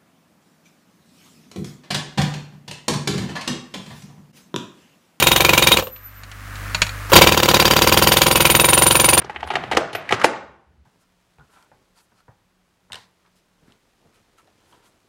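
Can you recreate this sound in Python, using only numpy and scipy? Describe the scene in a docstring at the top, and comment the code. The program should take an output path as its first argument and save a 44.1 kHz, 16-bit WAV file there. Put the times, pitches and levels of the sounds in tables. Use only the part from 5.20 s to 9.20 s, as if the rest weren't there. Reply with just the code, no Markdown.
"""A pneumatic jackhammer breaks concrete steps beside a house wall, rests for over a second, restarts.
Each stroke: a valve puff (decaying air modes), a blast pulse with the noise crack of steel on concrete,
a ringing chisel and housing (damped modes), an intake puff and a return puff.
In the rest an automatic gain creeps up on a diesel compressor (firing orders, throbbing fan noise);
chisel and chips tap the concrete, and air squeals past the valve, then leaks from the trigger."""
import sys
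import numpy as np
from scipy import signal
from scipy.io import wavfile
from scipy.ndimage import uniform_filter1d

SR = 44100
rng = np.random.default_rng(int(sys.argv[2]) if len(sys.argv) > 2 else 0)


def unload_wav(signal):
    """Save mono or channel-first audio to the path in sys.argv[1] as 16-bit WAV at rate SR, clipped to [-1, 1]."""
    wavfile.write(
        sys.argv[1],
        SR,
        np.round(np.clip(np.atleast_2d(signal).T, -1, 1) * 32767).astype(np.int16),
    )


N = 176400
T = np.arange(round(0.25 * SR)) / SR  # time axis of one event, s

# noise spectrum of steel on concrete: (f/Hz, relative density/dB per Hz)
CRACK_SPECTRUM = [(200, -5.5), (700, -4), (1400, -2.5), (1700, 0), (2900, 5), (4200, 0), (5200, -7),
                  (6900, -2), (8300, -12), (10500, -15.5), (13000, -7.5), (16000, -13.5)]
# noise spectrum of valve and intake air: (f/Hz, relative density/dB per Hz)
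HISS_SPECTRUM = [(200, -11.5), (700, 7), (1300, -1), (2100, -18.5), (3000, 0), (4000, -7.5), (5200, -13.5),
                 (10000, -17.5), (16000, -4)]
VALVE_HISS_DB, HISS_DECAY_S = -18, 0.01


def amp(db):
    """Decibels to gain."""
    return 10 ** (np.asarray(db) / 20)


def read(points, hz):
    """Table read on a log-frequency axis."""
    f, value = np.transpose(points)
    return np.interp(np.log(hz + 1), np.log(f), value)


def over_time(points, **ends):
    """Table of values over time, interpolated to every sample."""
    return np.interp(np.arange(N) / SR, *np.transpose(points), **ends)


def add(mix, s, sound):
    """Lays a sound into the mix at time s, cut at the mix edges."""
    at = round(s * SR)
    sound = sound[max(-at, 0):]
    part = mix[max(at, 0):][:len(sound)]
    part += sound[:len(part)]


def colour(x, points):
    """Causal minimum-phase filter of unit energy with the given spectrum."""
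    hz = abs(np.fft.fftfreq(4096, 1 / SR))
    log_gain = np.log(amp(read(points, hz)))
    response = np.exp(np.conj(signal.hilbert(log_gain)))
    taps = np.fft.ifft(response).real[:2048]
    return signal.oaconvolve(x, taps / np.linalg.norm(taps))[:len(x)]


def ring(modes, rise_cycles):
    """Exponentially dying modes; build-up time constant in cycles over 1 s of phase (rise_cycles / f)."""
    out = np.zeros(len(T))
    for hz, db, t60 in modes:
        rise = 1 - np.exp(-T * hz / rise_cycles)
        out += amp(db - 60 * T / t60) * rise * np.cos(2 * np.pi * hz * T)
    return out


def burst(decay_s):
    """Puff of white noise that dies away exponentially."""
    return rng.standard_normal(len(T)) * np.exp(-T / decay_s)


def low_cut(x):
    """Fourth-order high-pass at 60 Hz."""
    return signal.sosfilt(signal.butter(4, 60, "high", fs=SR, output="sos"), x)


def compressor():
    """Diesel: harmonics of a slowly changing rate, and fan noise throbbing at the second order."""
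    # second firing order: (t/s, f/Hz)
    second_order_hz = [(0.8, 98.4), (1.9, 100.3)]
    # harmonic hum: (firing order, level/dB)
    orders = [(1, -52), (2, -51), (3, -72.5), (4, -81), (5, -81), (6, -72)]
    # fan noise: (f/Hz, relative density/dB per Hz)
    fan_spectrum = [(76, -49), (130, -8), (257, -8), (333, -19.5), (507, -12.5), (905, -13), (1220, -4),
                    (1750, -5.5), (3530, -20), (8510, -24), (15500, -26.5)]
    # slow swell and dip of level on the compressor: (t/s, level/dB)
    drift_points = [(.7, 1.5), (1.099, 1), (1.45, 3.5), (1.7, -1.5), (1.9, -1)]
    fan_db, throb_depth = -54.5, 0.17
    turns = np.cumsum(over_time(second_order_hz) / 2) / SR  # cycles of order 1
    hum = sum(amp(db) * np.cos(2 * np.pi * round(k) * turns) for k, db in orders)
    throb = 1 + throb_depth * np.cos(4 * np.pi * turns)
    clatter = rng.standard_normal(N) * throb
    return amp(over_time(drift_points)) * (hum + amp(fan_db) * colour(clatter, fan_spectrum))


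def leak():
    """Short hiss of coloured noise: air leaks from the trigger just before the restart."""
    # leak envelope: (t/s, level/dB)
    envelope = [(1.88, -95), (1.9, -46), (1.92, -53), (1.94, -90)]
    # leak noise: (f/Hz, relative density/dB per Hz)
    spectrum = [(300, 1.5), (1500, 5.5), (3800, -8.5), (5500, -5), (8000, -12), (15000, -7.5)]
    level_db = over_time(envelope, left=-120, right=-120)
    return amp(level_db) * colour(rng.standard_normal(N), spectrum)


def squeal():
    """Air squeals past the closing valve: a sine whose frequency wavers with smoothed noise."""
    # squeal envelope: (t/s, level/dB)
    envelope = [(.58, -98), (.64, -29.5), (.705, -49), (0.733, -34.5), (.82, -53), (.86, -37), (.93, -61),
                (.98, -49), (1.04, -70), (1.15, -84)]
    centre_hz, waver_hz = 12030, 450  # waver_hz scales noise of about 0.1 rms
    waver = uniform_filter1d(rng.standard_normal(N), size=100)
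    cycles = np.cumsum(centre_hz + waver_hz * waver) / SR
    return amp(over_time(envelope, left=-120, right=-120)) * np.sin(2 * np.pi * cycles)


def knocks():
    """Loose chisel and chips tap the concrete: a grit burst and short damped modes per tap."""
    # taps: (t/s, relative level/dB, steel re tap/dB)
    taps = [(0.761, -13.5, -2), (1.034, -13.5, 0), (1.115, -11.5, -19), (1.355, -17.5, -1),
            (1.5465, -4, 5.5), (1.618, 4, 1), (1.666, -13, -3), (1.692, -21, 7)]
    # tap modes: (f/Hz, relative level/dB, t60/s)
    modes = [(178, -18.5, .12), (624, -15, .05), (945, -5.5, 0.033), (1470, -7, 0.04), (2430, -10, 0.059),
             (3960, -4, 0.032), (4390, -6, 0.051), (6860, -8, 0.031), (11700, -33, 0.28)]
    # grit noise: (f/Hz, relative density/dB per Hz)
    grit_spectrum = [(150, 3.5), (400, -17), (900, -2), (2500, 7), (4400, -3.5), (6800, -8), (10000, -13.5),
                     (16000, -30)]
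    knock_db, decay_s, rise_s = -29.5, 0.0074, 0.00027
    grit, steel = np.zeros((2, N))
    for s, db, ring_db in taps:
        add(grit, s, amp(db) * burst(decay_s) * (1 - np.exp(-T / rise_s)))
        add(steel, s, amp(db + ring_db) * ring(modes, rise_cycles=1.5))
    return amp(knock_db) * (colour(grit, grit_spectrum) + steel)


def strokes():
    """Per blow: time, force, crack/dB, clank/dB, stroke/s, slack/s; slower strokes hit harder."""
    # blows: (t/s, relative blast/dB, relative concrete crack/dB, relative housing clank/dB)
    blows = [(-0.021, 0, 10.5, -8), (0.0234, -1.5, 1.5, -10.5), (0.0685, 0, 4, -9), (0.115, -0.5, 2, -12.5),
             (0.1601, -1.5, 4, -15), (0.2041, -0.5, 1.5, -12), (0.2471, -0.5, 2, -6.5),
             (0.2908, 0.5, 0.5, -6.5), (0.3326, 0, 1.5, -8), (0.3762, -0.5, 5, -4), (0.4223, -0.5, 2, -10),
             (0.4699, 0, 5, -3), (0.5165, 1.5, 0, -13), (0.5694, -3.5, 2, -13), (1.9315, -11.5, -2.5, -34),
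             (1.961, 2.5, 2, -20), (2.017, 6.5, 0.5, -3), (2.0699, 6.5, -1, -6), (2.12, 2, 0, -14),
             (2.1735, 1, -1, -29), (2.2302, 1, -1, -23), (2.2859, 2, -1.5, -18), (2.3417, 2.5, 0, -15),
             (2.3974, 1.5, 0, -11), (2.4522, 1.5, -1.5, -12), (2.5082, 1, -1, -16), (2.5636, 0.5, 0, -22),
             (2.6181, 0.5, 1, -24), (2.6715, 1.5, -1.5, -13), (2.7222, 1, 0, -30), (2.7716, 1, 0, -24),
             (2.8214, 1.5, -2, -28), (2.8704, 1, -1, -17), (2.9179, -0.5, 3.5, -18), (2.968, -1, 3, -30),
             (3.0158, 0, 3.5, -15), (3.0645, 0, -0.5, -21), (3.1101, -0.5, -2.5, -22),
             (3.1553, -0.5, -0.5, -13), (3.2038, -1.5, 2, -16), (3.2514, -1, 2.5, -9),
             (3.2988, -1.5, 0, -13), (3.3485, -1.5, 1, -19), (3.3961, -2, 0, -14), (3.4426, -2, -0.5, -17),
             (3.4859, -2, -0.5, -14), (3.5303, -1, 0.5, -30), (3.575, -1, -2, -17), (3.6192, -0.5, 0, -24),
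             (3.6637, 0, -1, -20), (3.7074, -1.5, 1, -21), (3.752, -0.5, -2.5, -14), (3.7967, -2, 1.5, -21),
             (3.842, -1.5, -1, -15), (3.8863, -1.5, 1, -18), (3.9305, -1.5, -1, -17),
             (3.9752, -0.5, -1.5, -19)]
    longest_s, force_db_per_s = 0.055, 157
    gaps = np.diff([row[0] for row in blows])
    lengths = np.minimum(np.append(gaps, gaps[-1]), longest_s)
    slacks = lengths - np.median(lengths)
    rows = []
    for (s, blast_db, crack_db, clank_db), stroke, slack in zip(blows, lengths, slacks):
        force = amp(blast_db + force_db_per_s * max(slack, 0))
        rows.append((s, force, crack_db, clank_db, stroke, slack))
    return rows


def pressure_pulse():
    """Single air pulse: a trough, then a rebound of opposite sign."""
    u = T / 0.00031
    return -2 * (1 - u) * np.exp(-u) * (1 - np.exp(-u / 0.5))


def reflect(pulses):
    """Pulses with their early echoes from ground and wall."""
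    # reflections: (delay/s, linear gain)
    echoes = [(.0023, 0.34), (.0039, 0.32), (.0068, .2)]
    out = pulses.copy()
    for delay, gain in echoes:
        add(out, delay, gain * pulses)
    return out


def valve_puffs(blows):
    """Air modes of the valve chest and a hiss, before each blow and alone as the trigger moves."""
    # air in the valve chest: (f/Hz, relative level/dB, t60/s)
    chest_modes = [(518.3, -12, 0.068), (822, -33.5, 0.06), (1120, -6.5, 0.0067), (1500, -49, 0.011),
                   (2720, -21, 0.027), (3120, -38, .009)]
    # puffs with no blow, trigger let go or pressed: (t/s, relative level/dB)
    idle_puffs = [(.587, 4.5), (0.624, -4), (0.6703, -9), (1.919, -13)]
    lead_s = 0.0052
    air, hiss = np.zeros((2, N))
    puff = ring(chest_modes, rise_cycles=0.53)
    same_hiss = burst(HISS_DECAY_S)  # half of the hiss power repeats in every stroke
    for s, force, *_ in blows:
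        add(air, s - lead_s, force * puff)
        mixed = (same_hiss + burst(HISS_DECAY_S)) / np.sqrt(2)
        add(hiss, s - lead_s, force * amp(VALVE_HISS_DB) * mixed)
    for s, db in idle_puffs:
        add(air, s, amp(db) * puff)
        add(hiss, s, amp(db + VALVE_HISS_DB - 1.5) * burst(HISS_DECAY_S))
    return low_cut(air) + colour(hiss, HISS_SPECTRUM)


def intake_puffs(blows):
    """Air drawn back behind the piston, partway through the stroke: modes and a hiss."""
    # intake air: (f/Hz, relative level/dB, t60/s)
    modes = [(67, -41, 0.027), (199.4, -23.5, 0.17), (359, -19, 0.021), (508, -6.5, 0.013),
             (805, -21, 0.058), (1040, -19, 0.023), (1460, -11, 0.0099)]
    stroke_share, jitter_s, hiss_db = 0.38, 0.00036, -20.5
    air, hiss = np.zeros((2, N))
    puff = ring(modes, rise_cycles=0.23)
    for s, force, _, _, stroke, _ in blows:
        drawn = s + stroke_share * stroke + jitter_s * rng.standard_normal()
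        add(air, drawn, force * puff)
        add(hiss, drawn, force * amp(hiss_db) * burst(0.0097))
    return low_cut(air) + colour(hiss, HISS_SPECTRUM)


def return_puffs(blows):
    """Rebound before the next blow: noise and a pressure pulse, stronger after slower strokes."""
    lead_s, rebound_db, rebound_db_per_s = 0.0275, -19, 800
    noise, pulses = np.zeros((2, N))
    pulse = pressure_pulse()
    for s, force, _, _, stroke, slack in blows:
        rebound = force * amp(rebound_db + rebound_db_per_s * slack)
        at = s + stroke - lead_s
        add(noise, at, rebound * burst(0.0054))
        add(pulses, at, 7.1 * rebound * pulse)
    return low_cut(reflect(pulses)) + colour(noise, CRACK_SPECTRUM)


def clank(blows):
    """Housing modes, slightly detuned at random each blow."""
    # housing: (nominal f/Hz, relative level/dB, t60/s)
    housing = [(2343, -7, 0.057), (2472, -5, 0.066), (2600, -13, 0.045)]
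    lag_s, detune = 0.001096, 0.036
    out = np.zeros(N)
    for s, _, _, clank_db, *_ in blows:
        modes = [(hz * (1 + detune * rng.standard_normal()), db, t60) for hz, db, t60 in housing]
        add(out, s + lag_s, amp(clank_db + 5) * ring(modes, rise_cycles=3.5))
    return out


def chisel(s):
    """Steel rings up unevenly after the blow and is damped when the piston lifts."""
    # steel modes: (f/Hz, relative level/dB, t60/s, family: 0 low, 1 middle, 2 high, 3 top)
    modes = [(3212, -3, .08, 0), (3738, 4, .09, 0), (3870, -3, .06, 0), (4745, 5, .2, 1),
             (5464, -3, .15, 1), (6250, -7, .07, 1), (6890, -5, .07, 1), (7388, -11, .15, 2),
             (9503, 3, .3, 2), (11733, -6, .2, 3), (13792, -4, .2, 3), (14127, -3, .2, 3)]
    # ring as the hole grips the chisel: (t/s, low/dB, middle/dB, high/dB, top/dB), all relative
    grip = [(.02, -14.5, -46, -23.5, -19), (.15, -13, -47, -24, -19), (.29, -24, -56, -35, -29),
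            (.42, -14, -38, -23, -22.5), (.52, -7, -32.5, -25, -23), (0.571, -35, -31, -38, -34),
            (2.02, -21, -26, -34.5, -33), (2.172, -29, -29, -35, -36), (2.38, -21, -23, -32.5, -27),
            (2.558, -28, -24, -32, -28), (2.87, -34, -24.5, -24.5, -18.5), (3.099, -29, -28.5, -22, -22),
            (3.33, -22, -32, -17, -15.5), (3.5, -22.5, -36, -14.5, -20), (4, -28, -29, -14, -21.5)]
    ring_db, flutter_depth, rise_s = 2, 0.73, 0.0066
    hold_s, stop_s, left_gain, left_s = 0.025, 0.005, 0.28, 0.036
    when, *families = np.transpose(grip)
    out = np.zeros(len(T))
    for hz, db, t60, family in modes:
        noise = rng.standard_normal((2, len(T)))
        flutter = uniform_filter1d(noise, size=256, mode="wrap") * np.sqrt(256)
        sway = 1 + flutter_depth * (flutter[0] + 1j * flutter[1])
        sway /= np.sqrt(abs(sway))  # halves the swing in dB
        level_db = np.interp(s, when, families[round(family)]) + db + ring_db
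        carrier = np.exp(2j * np.pi * (hz * T + rng.random()))
        out += amp(level_db - 60 * T / t60) * (sway * carrier).real
    stopped = np.exp(-np.maximum(T - hold_s, 0) / stop_s)
    damped = stopped + left_gain * np.exp(-T / left_s)
    return out * (1 - np.exp(-(T / rise_s) ** 2)) * damped


def chisel_ring(blows):
    """Chisel ring of every blow, scaled by its force."""
    out = np.zeros(N)
    for s, force, *_ in blows:
        add(out, s, force * chisel(s))
    return out


def concrete_crack(blows):
    """Noise of steel on concrete: a first crack, then a lagging crack with longer grit."""
    crack_level_db, decay_s = -14.5, 0.0032
    lag_s, steel_db, grit_db, grit_decay_s = 0.0025, -5, -17, 0.017
    noise = np.zeros(N)
    same_crack = burst(decay_s)  # half of the first crack's power repeats in every blow
    for s, force, crack_db, *_ in blows:
        first = (same_crack + burst(decay_s)) / np.sqrt(2)
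        add(noise, s, force * amp(crack_level_db + crack_db) * first)
        late = amp(steel_db) * burst(decay_s) + amp(grit_db) * burst(grit_decay_s)
        add(noise, s + lag_s, force * amp(crack_db) * late)
    return colour(noise, CRACK_SPECTRUM)


def exhaust_blast(blows):
    """Pressure pulse with early echoes, and the modes of exhaust and casing."""
    # exhaust and casing: (f/Hz, relative level/dB, t60/s)
    body_modes = [(75.3, -16, 0.088), (100.6, -18.5, 0.14), (140.2, -18.5, 0.16), (202.5, -18, 0.13),
                  (343, -10.5, 0.063), (521, -10.5, 0.033), (795, -19, 0.077), (980.7, -14, 0.073),
                  (1034, -13.5, 0.06), (1370, -15.5, 0.051)]
    blast_db = -8.5
    air, pulses = np.zeros((2, N))
    pulse, body = pressure_pulse(), ring(body_modes, rise_cycles=0.12)
    for s, force, *_ in blows:
        add(pulses, s, force * amp(blast_db) * pulse)
        add(air, s, force * body)
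    return low_cut(air + reflect(pulses))


def hammer():
    """All mechanisms of the tool, driven by one list of strokes."""
    blows = strokes()
    puffs = valve_puffs(blows) + intake_puffs(blows) + return_puffs(blows)
    steel = clank(blows) + chisel_ring(blows)
    return puffs + steel + concrete_crack(blows) + exhaust_blast(blows)


def yard(x):
    """Short scattered tail from house front and shrubs: noise with frequency-dependent decay."""
    # tail decay: (f/Hz, t60/s)
    decay = [(60, 0.43), (500, 0.27), (3000, .17), (16000, 0.33)]
    hz, t, z = signal.stft(rng.standard_normal(SR // 2), SR, nperseg=256)
    z = z * amp(-60 * t / read(decay, hz)[:, None])
    tail = signal.istft(z, SR, nperseg=256)[1]
    tail *= 1 - np.exp(-np.arange(len(tail)) / SR / 0.005)
    return signal.fftconvolve(x, tail / np.linalg.norm(tail))[:N]


def scene():
    """Tool in its yard, compressor behind."""
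    yard_db = -14
    tool = hammer() + knocks()
    return (tool + amp(yard_db) * yard(tool) + squeal() + leak() + compressor())[None]


def record(dry):
    """Gain control that drops fast and creeps back, overload, then the band limit."""
    max_gain_db, target_db, recover_db_per_s, attack_s = 20.5, -11, 21, 0.037
    edge_hz, hop = 15900, 88  # hop: samples per gain step
    power = abs(uniform_filter1d(dry[0] ** 2, size=440))
    level_db = 10 * np.log10(power + 1e-12)[::hop]
    gain_db, track = 0, []
    for wanted_db in np.minimum(target_db - level_db, max_gain_db):
        gain_db += min((wanted_db - gain_db) / attack_s, recover_db_per_s) * hop / SR
        track.append(gain_db)
    loud = dry * amp(np.interp(np.arange(N), np.arange(len(track)) * hop, track))
    clipped = loud / (1 + loud ** 8) ** (1 / 8)
    band = signal.firwin(401, edge_hz, window=("kaiser", 8), fs=SR)
    return signal.oaconvolve(clipped, band[None], "same")


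dry = scene()
out = record(dry)
unload_wav(out)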